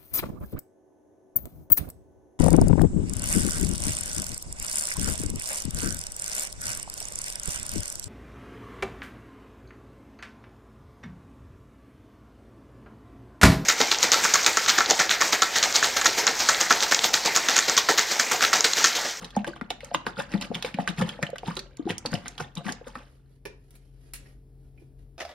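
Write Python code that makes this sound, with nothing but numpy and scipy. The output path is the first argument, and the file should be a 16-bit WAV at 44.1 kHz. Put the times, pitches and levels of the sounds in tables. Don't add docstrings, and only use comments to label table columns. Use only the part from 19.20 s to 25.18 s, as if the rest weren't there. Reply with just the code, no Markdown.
import sys
import numpy as np
from scipy import signal
from scipy.fft import rfft, next_fast_len
from scipy.io import wavfile
from scipy.ndimage import uniform_filter1d

SR = 44100
rng = np.random.default_rng(int(sys.argv[2]) if len(sys.argv) > 2 else 0)


def to_wav(s):
    ch = np.atleast_2d(s).T
    pcm = np.round(np.clip(ch, -1, 1) * 32767)
    wavfile.write(sys.argv[1], SR, pcm.astype(np.int16))


N = 263718
TIME = np.arange(N) / SR

# start_s, level_db, pitch_hz, ring_cycles
GULPS = [(0.022, -37.5, 194, 16), (.1665, -14.5, 750, 13), (.170, -17, 217.5, 16.3), (0.283, -29, 331, 23),
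         (.417, -27.5, 234, 12), (.506, -24, 734, 10.5), (0.632, -39.5, 560, 24), (.7144, -28.5, 694, 18),
         (.746, -13.5, 1003, 15.5), (.748, -33.5, 302, 18), (.868, -18.5, 950, 3.3), (.975, -34, 209, 22),
         (.988, -28.5, 540, 50), (1.14, -21, 280, 10), (1.1444, -16, 209, 14.6), (1.304, -26.5, 230, 13),
         (1.315, -24, 590, 5.7), (1.356, -30, 190, 15), (1.446, -23.5, 530, 6.3), (1.545, -26.5, 210, 9),
         (1.587, -16.5, 739, 20), (1.5916, -24, 202, 16.5), (1.69, -27.5, 196, 18.5),
         (1.784, -23, 178.6, 16), (1.805, -22.5, 229, 20), (1.8184, -17, 192, 15), (1.819, -24.5, 522, 14),
         (1.823, -31.5, 125, 14), (1.991, -29.5, 660, 6.3), (2.025, -34, 558, 60), (2.03, -23, 175, 8.3),
         (2.091, -33.5, 630, 12), (2.131, -29.5, 533, 13), (2.233, -26.5, 710, 5.7),
         (2.281, -30.5, 886, 55), (2.2816, -22.5, 193, 12), (2.31, -29.5, 1140, 13),
         (2.369, -33.5, 353, 37), (2.595, -25, 289, 15.6), (2.655, -27.5, 227, 12), (2.665, -24, 326, 24),
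         (2.674, -29, 760, 42), (2.704, -26, 191, 5.9), (2.711, -36.5, 115, 21), (2.853, -19, 695, 1.7),
         (2.86, -35.5, 240, 43), (2.921, -29, 199, 16), (2.935, -32.5, 134, 19), (2.939, -18, 199, 5.3),
         (2.941, -29.5, 689, 37), (3.203, -29, 723, 25), (3.208, -31, 172, 14), (3.211, -38, 114, 16),
         (3.375, -28, 183, 11.3), (3.408, -38.5, 666, 14), (3.457, -27, 207.6, 33),
         (3.613, -37.5, 560, 6.6), (3.668, -36, 530, 13)]
# start_s, level_db, pitch_hz, splash_offset_db
POPS = [(0.0448, -30.5, 3770, 6), (.105, -39, 3290, 1), (.19, -41, 2640, 6.5), (0.245, -26, 1535, -0.5),
        (.267, -35, 2890, -3), (0.3332, -37, 1500, -16), (0.4121, -33, 1370, 2), (0.5041, -26, 3454, 5.5),
        (0.606, -41, 2100, 7.5), (0.746, -23, 2727, 5.5), (0.8663, -28.5, 1430, 10),
        (0.882, -36, 1220, -21), (0.969, -33, 1370, -23), (1.0005, -25, 1510, -22),
        (1.1374, -35, 1840, 12.5), (1.2127, -31.5, 2800, 8), (1.2223, -34, 4130, 8.5),
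        (1.245, -35.5, 2510, 7.5), (1.3458, -24, 3410, 5), (1.352, -25, 3000, 1.5),
        (1.4248, -33.5, 3660, 10), (1.4477, -38, 2340, 18), (1.4628, -38.5, 1890, 10),
        (1.542, -40.5, 2260, 14.5), (1.6756, -30, 1750, 12.5), (1.6887, -28, 3660, -22),
        (1.8111, -28.5, 1220, -7), (1.8196, -31.5, 2000, 11), (1.892, -23.5, 3100, -6),
        (2.0272, -24.5, 1670, 11.5), (2.0671, -29, 2980, -12), (2.1581, -36.5, 1480, 9),
        (2.1824, -32, 2860, 7), (2.3678, -25.5, 3850, 1.5), (2.3919, -32, 4360, 8),
        (2.7048, -38, 1990, 15.5), (2.8603, -20.5, 4410, -1.5), (2.93, -28, 1375, 6.5),
        (2.9391, -23, 4890, -4.5), (2.9522, -25.5, 2850, -1.5), (3.0581, -44, 1480, 17.5),
        (3.1792, -31, 3220, 3.5), (3.201, -27.5, 1380, -1.5), (3.372, -27, 3720, -20),
        (3.4658, -28.5, 1830, 1), (3.4918, -28, 1780, 4.5), (3.5221, -30.5, 4820, 1.5),
        (3.672, -42, 1410, -3), (3.754, -31, 1245, 9)]
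# crest_s, level_db, drain_s
SLOSHES = [(0.024, -45, 0.043), (0.276, -32.5, 0.011), (0.364, -42, 0.0078), (0.51, -37.5, .009),
           (0.646, -48.5, 0.042), (0.746, -40.5, 0.017), (0.873, -37.5, 0.016), (0.992, -32, 0.022),
           (1.12, -41.5, 0.038), (1.225, -35.5, .022), (1.353, -40.5, 0.033), (1.459, -36.5, 0.025),
           (1.597, -43, 0.026), (1.686, -33, 0.018), (1.791, -35.5, 0.032), (1.816, -27.5, 0.0075),
           (1.885, -43.5, 0.049), (2.029, -37, .016), (2.278, -38.5, 0.041), (2.37, -34.5, 0.0057),
           (2.698, -30.5, 0.015), (2.858, -38.5, 0.01), (2.933, -44, 0.051), (3.07, -47.5, 0.06),
           (3.205, -34.5, 0.018), (3.373, -37.5, 0.013), (3.453, -42.5, .018), (3.486, -30.5, 0.015),
           (3.676, -47, 0.027), (3.769, -49.5, 0.047)]
# frequency_hz, level_db
FINE_SPECTRUM = [(400, -2.5), (900, 3), (1600, 3), (3000, 5), (5000, 1.5), (7000, -1.5), (11000, -9.5),
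                 (13000, -23.5), (16000, -24.5)]
# frequency_hz, level_db
COARSE_SPECTRUM = [(60, -13.5), (130, -1.5), (250, 7.5), (450, -7.5), (800, -1.5), (1400, -15.5),
                   (3000, -46)]
# frequency_hz, level_db
FOAM_SPECTRUM = [(350, -4), (600, -17), (1500, -5.5), (3000, -3), (5000, -14.5), (7000, -6), (12000, -26.5)]
# frequency_hz, level_db
SPATTER_SPECTRUM = [(500, -15.5), (1500, -4.5), (4500, -5), (7000, 4.5), (11000, -2.5), (13000, -10.5),
                    (16000, -12)]

# start_s, level_db, t60_s
WALL_SNAPS = [(0.164, -38, 0.017), (0.6463, -35.5, 0.011), (0.7414, -34.5, 0.014), (0.8654, -43.5, 0.0083),
              (1.0222, -40.5, 0.0081), (1.2118, -35, 0.0094), (1.3445, -47.5, 0.011), (1.6768, -30, 0.0084),
              (1.8906, -36, 0.0049), (2.0278, -34, 0.014), (2.103, -47, 0.014), (2.1833, -41, 0.0078),
              (2.354, -44, 0.017), (2.5704, -40, 0.011), (2.7817, -25, 0.0069), (2.918, -42.5, 0.015),
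              (3.0809, -29.5, 0.017), (3.3535, -39, 0.012), (3.5227, -32.5, 0.014), (3.682, -41.5, 0.0087)]
# frequency_hz, level_db
SNAP_SPECTRUM = [(500, -22), (2000, -10.5), (4500, -2.5), (7000, 8.5), (9500, -6.5), (12000, -11),
                 (13500, -9), (16000, -16)]
# start_s, crack_db, crack_t60_s, body_db
KNOCKS = [(4.2538, -38, 0.019, -33.5), (4.2572, -64, 0.036, -44), (4.269, -51, .037, -43.5),
          (4.507, -47, 0.014, -85), (4.553, -52, .073, -72), (4.9356, -27, 0.018, -65),
          (4.943, -33.5, 0.0097, -57), (4.952, -40, 0.1, -71), (5.061, -76.5, .05, -57.5)]
# pitch_hz, level_db, t60_s
BOTTLE_MODES = [(342, -17, 0.038), (438.5, -2.5, 0.13), (478, -2.5, 0.036), (706, -16, 0.014),
                (995, -4.5, 0.026), (1820, 4.5, 0.016), (2060, -10.5, 0.022), (2320, 4.5, 0.025),
                (3700, -3, 0.028), (5340, 2, 0.0096)]
# frequency_hz, level_db
CRACK_SPECTRUM = [(200, -34), (900, -25), (1600, 0.5), (3500, -1), (5500, -2.5), (8000, 1.5), (11000, 7),
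                  (13000, -0.5), (16000, 3.5)]
# frequency_hz, level_db
THUD_SPECTRUM = [(120, -26), (300, -27), (450, 2), (800, -2), (1300, -7.5), (2300, -12), (6000, -4),
                 (16000, -66)]
# start_s, level_db, pitch_hz, t60_s
TAPS = [(5.058, -54, 1890, 0.043), (5.577, -54.5, 2400, 0.045), (5.619, -47.5, 338, 0.056)]
# crest_s, level_db, width_s
RUBS = [(3.894, -66.5, 0.063), (4.119, -72, 0.037), (4.541, -66, 0.011), (4.609, -72, 0.19),
        (4.856, -65.5, 0.034), (5.04, -62, 0.062), (5.439, -75.5, 0.038), (5.62, -73.5, .05),
        (5.808, -72.5, 0.023)]
# frequency_hz, level_db
SKIN_SPECTRUM = [(300, 13), (900, -2), (1700, -1), (3800, -4), (5500, -5.5), (8000, -10), (11000, 0),
                 (13000, -11), (16000, -31.5)]

# pitch_hz, level_db
HUM_TONES = [(44.4, -59), (70, -71.5), (133.6, -59), (265, -75), (357, -81.5), (399, -77.5), (445, -75.5)]
# frequency_hz, level_db
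AIR_SPECTRUM = [(15, -34), (30, -33), (42, 5.5), (55, -1.5), (95, -8), (135, -11), (210, -18.5),
                (280, -16.5), (440, -29.5), (700, -31.5), (1000, -43), (3000, -51), (7000, -52),
                (16000, -47)]
# time_s, gain_db
BACKGROUND_SWELL = [(0, 0), (3.9, 0), (4.6, -0.5), (4.9, 1.5), (5.3, 3.5), (5.98, 3)]
# frequency_hz, level_db
NEAR_SPECTRUM = [(60, -16.5), (200, -17), (450, 9.5), (1500, 1), (4500, -1.5), (7000, -3), (16000, -11)]
# frequency_hz, t60_s
KITCHEN_T60 = [(150, 0.36), (400, 0.47), (1000, 0.36), (2800, 0.3), (7300, 0.23), (15000, 0.037)]
# frequency_hz, left_lead_rad
MIC_PHASE = [(20, 0), (1000, .05), (1600, -.2), (5200, -.1), (6200, 2.9), (7200, 3.2), (8300, 4),
             (9900, 6.2), (11300, 6.4), (12900, 9.3), (16000, 9.6)]
# frequency_hz, left_minus_right_db
MIC_BALANCE = [(60, 3.5), (200, 2.5), (700, 0), (2400, 0), (4400, -5), (8000, -2), (15000, 1.5)]

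SHED_S = 0.018


def gulps(steady_hz=282, steady_cycles=5.4, max_rise_octaves=0.79):
    out = np.zeros(N)
    for start, db, hz, cycles in GULPS:
        glide_by_size = 1.3 * np.log2(hz / steady_hz)
        glide_by_length = 0.014 * (cycles - steady_cycles)
        glide = min(glide_by_size, glide_by_length, max_rise_octaves)
        add(out, start, amp(db) * bubble(hz, cycles / hz, glide, attack_cycles=0.64))
    return out


def pops(splash_t60=0.029, splash_rise_s=0.0002, tick_t60=0.0063):
    out, t = np.zeros(N), np.arange(2048) / SR
    for start, db, hz, splash_db in POPS:
        splash_noise, tick_noise = rng.standard_normal((2, len(t)))
        band = [(hz / 8, -17), (hz / 1.5, -6), (hz, 0), (hz * 1.4, -6), (hz * 2.6, -19), (hz * 9, -35)]
        splash = unit(colour(splash_noise, band) * clumps(len(t), depth_db=4, clump_s=0.0012))
        splash *= fade(t, splash_t60) * (1 - np.exp(-t / splash_rise_s))
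        tick = colour(tick_noise, FINE_SPECTRUM) * fade(t, tick_t60)
        ring_t60 = 0.013 * np.sqrt(2000 / hz)
        add(out, start, amp(db) * bubble(hz, ring_t60, glide_octaves=0.21, attack_cycles=2.5))
        add(out, start, amp(db) * (amp(splash_db - 5) * splash + amp(-12) * tick))
    return out


def spray(rise_share=0.41, ticks_per_s=2500):
    slosh_power = sum(swell(crest, db, rise_share * drain, drain) for crest, db, drain in SLOSHES)
    shed_power = sum(swell(start + SHED_S / 2, db - 22, rise_share * SHED_S, SHED_S)
                     for start, db, _, _ in GULPS)
    foam_power = foam_settling()
    bunches = clumps(N, depth_db=5, clump_s=0.002)
    bubbles = cloud(700, 6000, per_s=1300, cycles=18, spread_db=4.5)
    ticks = rng.standard_normal(N) * (rng.random(N) < ticks_per_s / SR)
    fine = colour(bubbles + 0.5 * unit(ticks * bunches), FINE_SPECTRUM)
    coarse = colour(cloud(110, 1300, per_s=800, cycles=10, spread_db=2.5), COARSE_SPECTRUM)
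    foam = colour(cloud(420, 7000, per_s=900, cycles=26, spread_db=4), FOAM_SPECTRUM)
    gurgles = cloud(510, 1600, per_s=100, cycles=20, spread_db=2, sizes=14)
    plips = cloud(1200, 4500, per_s=110, cycles=32, spread_db=3, sizes=16)
    thrown = amp(-3) * fine + amp(-10) * (gurgles + plips) + amp(-12.5) * spatter()
    froth = amp(-7) * foam + amp(-6) * gurgles + amp(-5.5) * plips
    coarse_power = amp(-3) ** 2 * slosh_power + shed_power + amp(-7) ** 2 * foam_power
    return np.sqrt(slosh_power) * thrown + np.sqrt(foam_power) * froth + np.sqrt(coarse_power) * coarse


def spatter(per_s=330, spread_db=2):
    strength = rng.choice([-1, 1], N) * amp(spread_db * np.minimum(rng.exponential(1, N), 3))
    return colour(strength * (rng.random(N) < per_s / SR), SPATTER_SPECTRUM)


def foam_settling(foam_t60=0.27, film_drain_s=0.18):
    settle_s = foam_t60 / np.log(1000)
    slosh_foam = sum(swell(crest, db - 15, drain, settle_s) for crest, db, drain in SLOSHES)
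    film = sum(swell(crest, db - 25, drain, film_drain_s) for crest, db, drain in SLOSHES)
    gulp_foam = sum(swell(start, db - 31, SHED_S, settle_s) for start, db, _, _ in GULPS)
    return slosh_foam + film + gulp_foam


def bubble(hz, t60, glide_octaves, attack_cycles):
    t = np.arange(int(1.3 * max(t60, 1e-3) * SR)) / SR
    turns = np.cumsum(hz * 2 ** (glide_octaves * np.minimum(t / t60, 1))) / SR
    envelope = (1 - np.exp(-t * hz / attack_cycles)) * fade(t, t60)
    return np.sin(2 * np.pi * turns) * envelope / envelope.max()


def cloud(low_hz, high_hz, per_s, cycles, spread_db, sizes=36):
    out = np.zeros(N)
    for hz in np.geomspace(low_hz, high_hz, sizes):
        t60 = cycles * rng.uniform(0.5, 1.5) / hz
        ring = bubble(hz, t60, glide_octaves=rng.uniform(-0.3, 0.4), attack_cycles=0.6)
        strength = amp(spread_db * np.minimum(rng.exponential(1, N), 3))
        births = rng.random(N) < per_s / sizes / SR
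        out += signal.oaconvolve(strength * births, ring / np.linalg.norm(ring))[:N]
    return unit(out)


def clumps(samples, depth_db, clump_s):
    knots = np.cumsum(rng.exponential(clump_s, int(2 * samples / SR / clump_s) + 8))
    jumps = np.clip(rng.standard_normal(len(knots)), -2, 2)
    return unit(amp(depth_db * np.interp(np.arange(samples) / SR, knots, jumps)))


def wall_snaps():
    out, t = np.zeros(N), np.arange(1024) / SR
    for start, db, t60 in WALL_SNAPS:
        add(out, start, amp(db + 4) * colour(rng.standard_normal(len(t)), SNAP_SPECTRUM) * fade(t, t60))
    return out


def knocks(blur=0.6, thud_t60=0.028):
    out, t = np.zeros(N), np.arange(SR // 4) / SR
    for start, crack_db, crack_t60, body_db in KNOCKS:
        crack = colour(rng.standard_normal(len(t)), CRACK_SPECTRUM) * fade(t, crack_t60)
        thud = colour(rng.standard_normal(len(t)), THUD_SPECTRUM) * fade(t, thud_t60)
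        body = amp(-3) * thud
        for hz, db, t60 in BOTTLE_MODES:
            drift = blur * np.sqrt(hz / SR) * np.cumsum(rng.standard_normal(len(t)))
            body += amp(db) * np.sin(2 * np.pi * hz * t + drift) * fade(t, t60)
        add(out, start, amp(crack_db) * crack + amp(body_db - 6) * body)
    return out


def counter_taps():
    out, t = np.zeros(N), np.arange(SR // 4) / SR
    for start, db, hz, t60 in TAPS:
        add(out, start, amp(db) * np.sin(2 * np.pi * hz * t) * fade(t, t60))
    return out


def finger_rubs(uneven_db=3):
    grip = amp(uneven_db * unit(uniform_filter1d(rng.standard_normal(N), size=300)))
    slides = sum(amp(db) * np.exp(-0.5 * ((TIME - crest) / width) ** 2) for crest, db, width in RUBS)
    return slides * unit(grip * colour(rng.standard_normal(N), SKIN_SPECTRUM))


def appliance_hum(waver_rad=0.23):
    out, knots = np.zeros(N), np.linspace(0, TIME[-1], 40)
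    for hz, db in HUM_TONES:
        waver = waver_rad * np.interp(TIME, knots, rng.standard_normal(len(knots)))
        out += amp(db) * np.sqrt(2) * np.sin(2 * np.pi * hz * TIME + waver)
    return out


def kitchen_air():
    shared, left, right = (colour(noise, AIR_SPECTRUM) for noise in rng.standard_normal((3, N)))
    return amp(-58) * (shared + amp(-9) * np.array([left, right]))


def near_reflections(t, t60=0.037, alike_below_hz=300):
    noise = rng.standard_normal((2, len(t)))
    arrivals = noise * (abs(noise) > 1.6) * (t > 0.002)
    near = np.array([colour(side, NEAR_SPECTRUM) for side in arrivals]) * fade(t, t60)
    lowpass = signal.butter(2, alike_below_hz, fs=SR, output="sos")
    near -= signal.sosfiltfilt(lowpass, near - near.mean(0))
    return near / np.linalg.norm(near[0])


def kitchen_tail(t, build_s=0.0017, alike_below_hz=600):
    hz, frame_s, (left, apart) = signal.stft(rng.standard_normal((2, len(t))), SR, nperseg=256)
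    coherence = np.exp(-(hz / alike_below_hz) ** 2)[:, None]
    right = coherence * left + np.sqrt(1 - coherence ** 2) * apart
    decay = np.exp(-np.log(1000) * frame_s / at_hz(KITCHEN_T60, hz)[:, None])
    tail = signal.istft(np.array([left, right]) * decay, SR, nperseg=256)[1][:, :len(t)]
    tail *= 1 - np.exp(-t / build_s)
    return tail / np.linalg.norm(tail[0])


def room(direct, near_db, tail_db, responses=4, changes_per_s=9):
    out, t = np.array([direct, direct]), np.arange(SR // 2) / SR
    for k in range(responses):
        steps_away = abs((TIME * changes_per_s - k) % responses - responses / 2)
        share = np.sin(np.pi / 2 * np.maximum(1 - steps_away, 0))
        echoes = amp(near_db) * near_reflections(t) + amp(tail_db) * kitchen_tail(t)
        out += signal.oaconvolve((direct * share)[None], echoes, axes=1)[:, :N]
    return out


def amp(db):
    return 10 ** (np.asarray(db) / 20)


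def unit(x):
    return x / np.sqrt(np.mean(x ** 2) + 1e-20)


def at_hz(table, hz):
    table_hz, values = np.transpose(table)
    return np.interp(np.log(hz + 1), np.log(table_hz + 1), values)


def colour(x, spectrum):
    size = next_fast_len(len(x))
    gain = amp(at_hz(spectrum, np.fft.rfftfreq(size, 1 / SR)))
    return unit(np.fft.irfft(rfft(x, size) * gain, size)[:len(x)])


def add(mix, start_s, sound):
    part = mix[max(round(start_s * SR), 0):][:len(sound)]
    part += sound[:len(part)]


def fade(t, t60):
    return np.exp(-np.log(1000) * t / max(t60, 1e-3))


def swell(crest_s, db, rise_s, drain_s):
    time_constants = np.maximum((TIME - crest_s) / drain_s, (crest_s - TIME) / rise_s)
    return amp(db) ** 2 * np.exp(-2 * np.minimum(time_constants, 20))


def scene():
    liquid = room(gulps() + pops() + spray(), near_db=-8, tail_db=-13)
    wall = room(wall_snaps(), near_db=-12, tail_db=-18)
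    handling = room(knocks() + counter_taps() + finger_rubs(), near_db=-1.5, tail_db=-3)
    background_gain = amp(np.interp(TIME, *np.transpose(BACKGROUND_SWELL)))
    return liquid + wall + amp(-2) * handling + background_gain * (appliance_hum() + kitchen_air())


def record(dry):
    size = next_fast_len(N + SR // 10)
    hz = np.fft.rfftfreq(size, 1 / SR)
    left_response = amp(at_hz(MIC_BALANCE, hz) / 2) * np.exp(0.5j * at_hz(MIC_PHASE, hz))
    pair = np.fft.irfft(rfft(dry, size) * np.array([left_response, 1 / left_response]), size)[:, :N]
    lowpass = signal.firwin(511, 16100, window=("kaiser", 9), fs=SR)
    return signal.oaconvolve(pair, lowpass[None], "same")


dry = scene()
out = record(dry)
to_wav(out)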